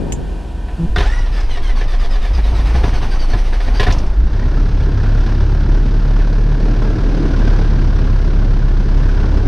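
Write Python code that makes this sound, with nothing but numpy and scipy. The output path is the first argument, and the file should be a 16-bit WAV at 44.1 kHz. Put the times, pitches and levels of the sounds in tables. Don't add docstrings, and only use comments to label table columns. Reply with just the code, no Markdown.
import sys
import numpy as np
from scipy import signal
from scipy.fft import rfft, irfft
from scipy.io import wavfile
from scipy.ndimage import uniform_filter1d

SR = 44100
rng = np.random.default_rng(int(sys.argv[2]) if len(sys.argv) > 2 else 0)


def pcm_store(signal):
    levels = np.round(np.clip(np.atleast_2d(signal), -1, 1) * 32767)
    wavfile.write(sys.argv[1], SR, levels.astype(np.int16).T)


N = 417627
T = np.arange(N) / SR


def undb(db):
    return 10 ** (np.asarray(db) / 20)


def unit(x):
    return x / np.sqrt(np.mean(x ** 2) + 1e-18)


def curves(table):
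    s, *columns = np.transpose(table)
    return [np.interp(T, s, c) for c in columns]


def gate(start, end, fade):
    return np.clip((T - start) / fade, 0, 1) * np.clip((end - T) / fade, 0, 1)


def noise():
    return rng.standard_normal(N)


def walk(rate):
    k = int(SR / rate)
    steps = np.repeat(rng.standard_normal(N // k + 1), k)[:N]
    return 1.2 * uniform_filter1d(steps, k)


def oscillator_angle(hz):
    return 2 * np.pi * np.cumsum(hz) / SR


def colour(x, points, size=4096):
    hz, db = np.transpose(points)
    f = np.maximum(np.arange(size // 2 + 1) * SR / size, 1)
    octaves_outside = np.maximum(np.log2(hz[0] / f), 0) + np.maximum(np.log2(f / hz[-1]), 0)
    gain_db = np.interp(np.log(f), np.log(hz), db) - np.minimum(24 * octaves_outside, 60)
    cepstrum = irfft(np.log(undb(gain_db)))
    cepstrum[1:size // 2] *= 2
    cepstrum[size // 2 + 1:] = 0
    impulse = irfft(np.exp(rfft(cepstrum)))
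    return unit(signal.oaconvolve(x, impulse)[:N])


def band(x, hz, width_hz):
    return signal.lfilter(*signal.iirpeak(min(hz, SR / 2 - 1), hz / width_hz, SR), x)


def treble(x, hz):
    return signal.sosfilt(signal.butter(2, hz, "high", fs=SR, output="sos"), x)


def ring(start, t60, rise=0.00055):
    out, first = np.zeros(N), int(start * SR)
    age = T[:min(SR // 2, N - first)]
    out[first:first + len(age)] = (1 - np.exp(-age / rise)) * np.exp(-np.log(1000) * age / t60)
    return out


# time in seconds, mean firings per second.
FIRING_RATE = [(4.25, 29.5), (4.35, 32.3), (4.39, 33.4), (4.51, 34.6), (4.61, 35.1), (4.71, 34.4),
               (4.89, 34.4), (5.88, 36.0), (6.09, 35.9), (6.36, 36.4), (6.49, 36.9), (7.1, 36.8),
               (7.45, 35.9), (7.57, 35.2), (7.96, 35.3), (8.69, 34.1), (9.1, 35.2), (9.45, 35.2)]
# time in seconds, exhaust puff in dB, mechanical clatter in dB.
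EFFORT = [(4.2, -33, -41.5), (4.35, -26.5, -35), (4.75, -28, -35), (4.95, -26, -35.5), (5.22, -26, -33),
          (5.5, -26.5, -35), (6.0, -27, -35), (6.45, -27, -35.5), (6.75, -22.5, -34), (7.06, -21.5, -32.5),
          (7.5, -22.5, -31.5), (7.9, -24.5, -34), (8.37, -25.5, -35), (8.78, -27, -36), (9.07, -26, -33),
          (9.3, -22.5, -34)]
# frequency in Hz, relative level in dB.
PUFF_COLOUR = [(100, 2.5), (160, -1.5), (220, -3.5), (310, -5.5), (430, -10), (520, -15), (700, -18.5),
               (1200, -39)]
# frequency in Hz, relative level in dB.
CLATTER_COLOUR = [(500, 0.5), (800, 2), (1000, 2), (1250, -2), (1600, 1), (1780, -4), (2000, -6.5),
                  (3400, -10.5), (5000, -12), (6100, -16.5), (7200, -30), (9500, -33), (11500, -42),
                  (15000, -74)]
# frequency in Hz, relative level in dB.
RUMBLE_COLOUR = [(14, 0.5), (25, -2.5), (50, -1), (80, -5), (120, -9.5), (170, -21)]
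# centre in Hz, bandwidth setting in Hz, level in dB against the puffs.
CABIN_PANELS = [(195.4, 80, -7.5), (285, 85, -8), (410, 90, -14)]
# centre in Hz, bandwidth setting in Hz, level in dB against the clatter.
COWL_PANELS = [(989, 300, -12.5), (1453, 260, -10.5), (1677, 240, -11.5)]


def idle():
    hz, = curves(FIRING_RATE)
    puff_db, clatter_db = curves(EFFORT)
    firings = np.cumsum(hz * (1 + .012 * walk(35))) / SR
    count, phase = firings.astype(int), firings % 1
    chance = rng.standard_normal((count[-1] + 1, 2))
    cylinder_db = np.array([0.87, 0.12, 0.46, -1.3])
    strength = undb(cylinder_db[count % 4] + 1.48 * chance[count, 0])
    rumble = undb(-24.5) * colour(noise(), RUMBLE_COLOUR)
    rush = strength * uniform_filter1d(np.exp(-phase / 0.43), size=400)
    flow = rush + .85
    pulses = cabin(strength * np.diff(count, prepend=0), t60=.06)
    gas = unit(flow * noise()) + undb(-10) * pulses
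    puff = unit(treble(colour(gas, PUFF_COLOUR), 158))
    puff = unit(puff + panels(flow, count, CABIN_PANELS))
    valves = undb(1.6 * chance[count, 1]) * np.exp(-(2 * firings % 1) / 0.062)
    grain = noise() * undb(0.47 * walk(400))
    clatter = colour((rush + 0.034 * valves + 0.44) * grain, CLATTER_COLOUR)
    clatter = unit(clatter + panels(rush + 0.24, count, COWL_PANELS))
    body = (exhaust_tone(firings) + rumble) * gate(4.076, np.inf, 0.26)
    caught = gate(3.75, np.inf, .4)
    return body + (puff * undb(puff_db) + clatter * undb(clatter_db)) * caught


# time in seconds, mean level in dB of the first, second,
# third and fourth (the first before its stumbles).
THROB = [(4.25, -15, -19, -27.5, -45), (4.55, -10.5, -22, -28.5, -30), (5.0, -12.5, -20, -19, -27.5),
         (5.64, -10, -18.5, -27, -32), (5.85, -10.5, -27, -26, -26), (6.55, -10.5, -26, -28, -27.5),
         (6.75, -13.5, -32, -29, -26.5), (7.4, -10, -24, -25.5, -28.5), (8.05, -12, -19, -24, -25),
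         (8.75, -10, -26.5, -28, -28.5), (9.3, -12.5, -17.5, -27.5, -30), (9.44, -11, -21, -20.5, -38)]
# centre in seconds, change of level in dB.
STUMBLES = [(4.7, -6), (5.28, -3), (5.66, -7), (5.9, -3), (6.6, -5), (6.72, 2.5), (6.98, -16), (7.11, -6),
            (7.31, -5), (7.85, 0.5), (8.08, 0)]
# multiple of the firing rate, mean level in dB.
EXHAUST_ORDERS = [(0.5, -27.5), (1.5, -30), (2.5, -34), (3.5, -32.5), (5, -39.5), (6, -40)]


def exhaust_tone(firings):
    throb_db, second_db, third_db, fourth_db = curves(THROB)
    stumble_db = sum(db * np.exp(-((T - s) / .022) ** 2) for s, db in STUMBLES)
    orders = [(1, throb_db + stumble_db), (2, second_db), (3, third_db), (4, fourth_db)] + EXHAUST_ORDERS
    uneven = 0.58 * walk(5.8)
    tone = 0
    for k, db in orders:
        k = round(2 * k) / 2
        waver_db = min(k, 3) * walk(18)
        cycles = k * firings + k % 1 * uneven + rng.random() + k * .016 * walk(20)
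        tone = tone + np.sqrt(2) * undb(db + waver_db) * np.cos(2 * np.pi * cycles)
    return tone


def panels(rush, count, table):
    out = 0
    for hz, width_hz, db in table:
        kick_db = 2.8 * rng.standard_normal(count[-1] + 1)[count] + 1.6 * walk(5)
        angle = oscillator_angle(hz * (1 + .04 * walk(6)))
        buzz = walk(width_hz) * np.sin(angle) + walk(width_hz) * np.cos(angle)
        out = out + undb(db) * unit(buzz * rush * uniform_filter1d(undb(kick_db), size=200))
    return out


def cabin(x, t60):
    age = T[:SR // 8]
    reflections = rng.standard_normal(len(age)) * undb(-60 * age / t60)
    return unit(signal.oaconvolve(x, reflections)[:N])


# start in seconds, gear mesh rate in Hz before spin-up
# and sag, share of the pitch lost over the stroke, relative level in dB, frequency in Hz at which the
# housing sings out, its lift in dB.
STROKES = [(0.998, 1450, 0.38, -35.5, 1850, 2), (1.314, 949, 0.16, -41, 4900, 9),
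           (1.488, 1060, 0.15, -38, 3130, 9.5), (1.619, 1140, .18, -36, 3300, 2),
           (1.75, 1172, 0.18, -36, 4400, 1), (1.875, 1232, .17, -37.5, 3650, 4),
           (1.987, 1261, 0.17, -37.5, 3645, 4), (2.098, 1280, .12, -37.5, 4910, 3),
           (2.206, 1272, 0.15, -40, 3650, 9), (2.328, 1295, 0.18, -41, 4900, 13),
           (2.431, 1320, 0.17, -44.5, 3900, 15.5), (2.54, 1332, 0.17, -40.5, 3780, 8),
           (2.647, 1330, 0.11, -40, 5280, 1.5), (2.733, 1500, 0.052, -40.5, 4500, 5),
           (2.83, 1516, 0.076, -44, 6000, 4), (2.936, 1545, 0.082, -37, 4550, 3),
           (3.01, 1526, .08, -43, 6000, 1), (3.102, 1580, 0.078, -37, 6200, -2),
           (3.191, 1556, 0.084, -38, 4580, 4), (3.283, 1530, 0.085, -38.5, 4420, 7),
           (3.364, 1516, 0.068, -45, 5900, 3), (3.44, 1453, 0.098, -56, 5820, 12),
           (3.521, 1533, 0.076, -46, 5950, -7), (3.597, 1586, .07, -46, 6200, 1),
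           (3.738, 1580, 0.052, -38.5, 4680, 7.5)]
# multiple of the mesh rate, relative level in dB.
WHINE_ORDERS = [(1, -3.5), (2, 0.5), (3, 0), (4, -2), (5, -14), (6, -3), (7, -11), (8, -8), (9, -2),
                (10, -1)]
# frequency in Hz, gain in dB.
WHINE_COLOUR = [(800, 0), (1200, 0), (1850, 3), (2400, -12), (3100, -7), (3700, -7), (4800, -5.5),
                (6000, -6.5), (6700, -22), (7400, -17), (8300, -19.5), (10000, -28), (13500, -33),
                (15000, -45)]
# frequency in Hz, relative level in dB.
GEAR_COLOUR = [(300, 9), (900, 4.5), (1300, 2.5), (1850, 2.5), (2400, 1.5), (3700, -3), (5000, -5),
               (6200, -9.5), (7300, -25.5), (8400, -16.5), (10500, -23.5), (13500, -30), (15000, -45)]
# frequency in Hz, relative level in dB.
CHATTER_COLOUR = [(200, -4), (450, 3.5), (600, 1), (720, -3.5), (860, -3), (1050, 7), (1350, -6), (1800, 4),
                  (2600, -9), (5500, -9), (7200, -22)]
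# time in seconds, level in dB.
THUDS = [(1.0, -33), (1.35, -29), (1.6, -31.5), (2.2, -30), (2.75, -22), (3.2, -26.5), (3.65, -27.5),
         (3.95, -22), (4.25, -35.5)]
CRANK_FROM_S, RELEASE_S = .965, 3.82


def starter():
    starts = [row[0] for row in STROKES]
    strokes = np.interp(T, np.append(starts, RELEASE_S), np.arange(len(starts) + 1))
    index = np.minimum(strokes.astype(int), len(starts) - 1)
    _, top_hz, sag, stroke_db, sing_hz, sing_db = np.array(STROKES)[index].T
    travel = np.clip(strokes - index, 0, 1)
    spin_up = 1 - np.exp(-np.maximum(T - CRANK_FROM_S, 0) / 0.11)
    mesh_hz = top_hz * spin_up * (1 - sag * travel)
    effort = np.sin(np.pi * travel ** 0.57) ** 2
    tooth = oscillator_angle(mesh_hz * (1 + .011 * walk(70) + .009 * walk(700)))
    orders = WHINE_ORDERS + [(k - .5, db - 7) for k, db in WHINE_ORDERS]
    whine = 0
    for k, db in orders:
        k = round(2 * k) / 2
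        partial_hz = k * mesh_hz
        housing_db = np.interp(partial_hz, *np.transpose(WHINE_COLOUR))
        housing_db = housing_db + sing_db * np.exp(-((partial_hz - sing_hz) / 300) ** 2)
        partial = (1 + .65 * walk(260)) * np.sin(k * tooth + .55 * walk(300))
        whine = whine + undb(db + housing_db + 2.5 * walk(40)) * partial
    singing = undb(stroke_db) * np.sqrt(effort) * whine
    grind = undb(-40) * effort * colour(noise() * undb(3.8 * walk(300)), GEAR_COLOUR)
    load = np.sin(np.pi * travel ** 1.25) ** 4
    chatter = undb(-39) * load * colour(noise() * undb(5 * walk(350)), CHATTER_COLOUR)
    thud_db, = curves(THUDS)
    growl_db = -43.5 + 3.5 * effort + 0.65 * (thud_db - thud_db.min())
    growl = colour(noise(), GEAR_COLOUR) * undb(growl_db)
    growl = growl * gate(CRANK_FROM_S, np.inf, 0.044) * gate(0, 4.42, 0.49)
    return singing + grind + chatter + growl


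# start in seconds, relative level in dB, exhaust ring in Hz.
COUGHS = [(0.972, -7, 72), (1.006, -16, 86.5), (2.745, -14, 138.8), (2.836, -7.5, 105.2),
          (2.926, -14, 107.5), (2.952, -31, 100), (3.015, -11, 109.7), (3.337, -9, 91.2),
          (3.799, -10, 92.7), (3.867, -6, 81), (3.882, -5.5, 102.4), (4.815, -28, 110),
          (9.241, -13.5, 111.5)]
# frequency in Hz, relative level in dB.
COUGH_COLOUR = [(65, -13), (100, 4.5), (150, 0), (230, -6.5), (370, -5), (550, -23), (900, -15.5),
                (1600, -21)]
# multiple of its ring, relative level in dB.
PIPE = [(1, -0.5), (1.75, -11.5), (3.75, -18)]


def first_firings():
    burst = sum(undb(db - 8.5) * ring(s, t60=0.13) for s, db, _ in COUGHS)
    thumps = np.zeros(N)
    for s, db, hz in COUGHS:
        swell = undb(db) * ring(s, t60=0.15, rise=0.0039)
        live = swell > 0
        age = T[live] - s
        modes = sum(undb(mode_db) * np.sin(2 * np.pi * k * hz * age) for k, mode_db in PIPE)
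        thumps[live] += swell[live] * modes
    thud_colour = [(80, 12.5), (120, 5.0), (170, -2), (240, 0),
                   (330, -5.0), (500, -10.5), (800, -8.5), (1300, -18.5)]
    thuds = colour(noise() * undb(2.9 * walk(90)), thud_colour) * undb(curves(THUDS)[0])
    thuds = thuds * gate(CRANK_FROM_S, np.inf, 0.018) * gate(0, 4.48, 0.15)
    return colour(noise(), COUGH_COLOUR) * burst + thumps + thuds


# time in seconds, level in dB.
ENGAGE = [(0.9623, -10.5), (0.99, -24), (1.04, -28)]
# mean frequency in Hz, decay by 60 dB in seconds, relative level in dB.
RING_GEAR = [(1240, 0.077, 0), (1420, 0.051, 4), (1545, 0.049, 3), (1665, 0.07, -1), (1900, 0.061, 0),
             (2120, .05, -6), (3590, 0.085, -7), (3540, .07, -10), (4030, 0.071, -21), (5000, .1, -21)]
# time in seconds, relative level in dB, relative treble in dB.
KNOCKS = [(0.683, -28, -26), (0.961, -12.5, -9.5), (0.983, -11, -12), (1.005, -13, -13), (1.027, -20, -14),
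          (1.059, -19.5, -10), (1.262, -26, -10), (1.378, -21.5, -24), (1.572, -20, -16),
          (1.695, -23.5, -14), (1.812, -17.5, -19), (1.935, -21, -17), (2.045, -22, -12), (2.157, -22, -15),
          (2.25, -21.5, -15), (2.383, -23, -17), (2.452, -31, -10), (2.603, -24, -14), (2.751, -17.5, -21),
          (2.837, -13, -19), (2.933, -19.5, -14), (3.025, -22.5, -9), (3.334, -15.5, -14),
          (3.527, -20, -31), (3.603, -18, -17), (3.678, -21, -27), (3.798, -5, -11.5), (3.83, -13.5, -11.5),
          (3.868, -9.5, -15.5), (3.904, -16, -8.5), (5.041, -29, -18), (6.201, -26, -20), (6.722, -39, -16),
          (7.406, -25, -18), (7.462, -31, -18), (8.666, -32, -18)]
# frequency in Hz, relative level in dB.
KNOCK_COLOUR = [(300, -1), (700, 1.5), (1000, -2.5), (1250, -4), (1700, 1), (2400, -1.5), (3800, -8),
                (5800, -18.5), (7400, -33), (10000, -33), (15000, -51)]
# mean frequency in Hz, decay by 60 dB in seconds, relative level in dB.
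CRANKCASE = [(406, .09, 3.5), (490, 0.073, -3), (720, .13, -0.5), (1006, 0.27, -8), (1125, 0.065, -7),
             (1736, 0.085, 0.5), (1888, 0.076, -5), (2310, 0.15, -15), (3630, 0.1, -14), (3900, 0.082, -15),
             (4950, .09, -16)]


def knocks():
    rattle = colour(noise() * undb(1.5 * walk(570)), KNOCK_COLOUR)
    bright, dull = treble(rattle, 2720), band(rattle, 760, 3140)
    out = sum(undb(db) * clank(s - .003, RING_GEAR, rise=0.0026) for s, db in ENGAGE)
    for s, db, treble_db in KNOCKS:
        shake = undb(-4) * dull + undb(treble_db + 11) * bright
        shake = shake * ring(s - .002, t60=0.13, rise=.003)
        clang = undb(-1.5) * clank(s - .002, CRANKCASE, rise=0.0025)
        out = out + undb(db - 3) * (shake + clang)
    return out


def clank(start, modes, rise):
    hz, t60, db = np.transpose(modes)[:, :, None]
    strength, detune, phase = rng.standard_normal((3, len(modes), 1))
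    gain, age = undb(db + 3 * strength), T[:SR // 4]
    cycles = hz * (1 + .015 * detune) * age + phase
    tones = gain * undb(-60 * age / t60) * np.sin(2 * np.pi * cycles)
    blow = tones.sum(axis=0) * (1 - np.exp(-age / rise)) / np.sqrt(np.sum(gain ** 2) / 2)
    out, first = np.zeros(N + len(age)), int(start * SR)
    out[first:first + len(age)] = blow
    return out[:N]


# time in seconds, relative level in dB, ring in Hz.
CLICKS = [(1.0074, -33, 5020), (1.06, -38, 6120), (3.9222, -17.5, 5430), (3.9835, -26, 5500),
          (4.0644, -35, 5450), (4.1365, -42, 5330)]
# frequency in Hz, relative level in dB.
PINION_SNAP = [(1500, 6), (2800, 15), (4500, 13), (7000, -4), (10000, -22), (14500, -16)]
# time in seconds, relative level in dB, ring in Hz.
SWITCH = [(0.1216, -16.5, 7100)]
# frequency in Hz, relative level in dB.
SWITCH_SNAP = [(400, 18), (900, 9), (1600, 5), (2800, 17), (4500, 1), (7000, 2), (10000, -6), (14500, -8)]


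def clicks(table, snap_colour):
    snap = colour(noise(), snap_colour)
    out = 0
    for s, db, hz in table:
        ping = unit(band(band(noise(), hz, 1300), hz, 1800)) * ring(s, t60=0.081, rise=0.0016)
        tick = undb(-2) * snap * ring(s, t60=.045, rise=.0005)
        out = out + undb(db - 6.5) * (ping + tick)
    return out


# time in seconds, mean rocking in dB, mean cabin boom in dB.
SHAKE = [(0.9, -17, -17.5), (1.1, -13, -18), (1.5, -13, -25.5), (2.15, -10.5, -28.5), (2.35, -16, -17.5),
         (2.7, -19, -11), (2.9, -14, -17), (3.3, -10, -23.5), (4.0, -12.5, -19), (4.3, -14.5, -13)]


def airframe():
    rock_db, boom_db = curves(SHAKE)

    def sway(hz, wander):
        return np.sqrt(2) * np.sin(oscillator_angle(hz * (1 + wander * walk(28))))

    rock = sway(27.9, wander=0.28) * undb(rock_db + 1.2 * walk(36))
    boom = sway(53.36, wander=0.0907) * undb(boom_db + 2 * walk(12))
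    return (rock + boom) * gate(0.796, 4.35, 0.11)


def hum():
    hz, start_s, end_s = 166.7, .78, .866
    tone = sum(undb(db) * np.cos(2 * np.pi * k * hz * T) for k, db in [(1, 0), (2, -14), (3, -26)])
    return unit(tone) * undb(-16) * gate(start_s, np.inf, 0.024) * gate(0, end_s, 0.012)


def gust():
    wind_colour = [(30, -10), (120, 0.5), (220, -5.0), (430, -8.0), (900, -26.0), (2000, -45.5)]
    ports = [colour(noise() * undb(2 * walk(28.6)), wind_colour) for _ in range(2)]
    level_db = np.array([[-20], [-23]]) - 24.0 * T
    return np.array(ports) * undb(level_db) * gate(-1, 1.0, 0.79)


# frequency in Hz, relative level in dB.
APRON_COLOUR = [(20, 3.5), (60, 4), (130, -6), (320, -12), (520, -20.5), (950, -21), (1200, -32.5),
                (1550, -27.5), (2100, -38), (2800, -33), (7000, -46), (10000, -49), (14000, -65)]
# mean frequency in Hz, mean peak level in dB.
APRON_TONES = [(43.3, -21.5), (65, -28.5), (670, -51), (721, -47.5), (1523, -51.5), (1812, -54.5),
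               (2428, -56.5)]


def apron():
    air = colour(noise(), APRON_COLOUR) * undb(-26) * undb(.7 * walk(12))
    lines = APRON_TONES + [(924 + 83 * T, -46)]
    tones = 0
    for hz, db in lines:
        level = undb(db + 1.5 * walk(12))
        tones = tones + level * np.sin(oscillator_angle(hz * (1 + .008 * walk(70))))
    return (air + tones) * gate(-1, 1.19, 0.15)


def scene():
    engine = idle() + starter() + first_firings() + knocks() + clicks(CLICKS, PINION_SNAP) + airframe()
    switch = np.array([undb(db) * clicks(SWITCH, SWITCH_SNAP) for db in (1, 3)])
    return engine + switch + hum() + gust() + apron()


def record(dry):
    rounded = dry / (1 + (dry / .95) ** 8) ** (1 / 8)
    return signal.sosfilt(signal.ellip(8, .2, 70, 15200, fs=SR, output="sos"), rounded)


dry = scene()
out = record(dry)
pcm_store(out)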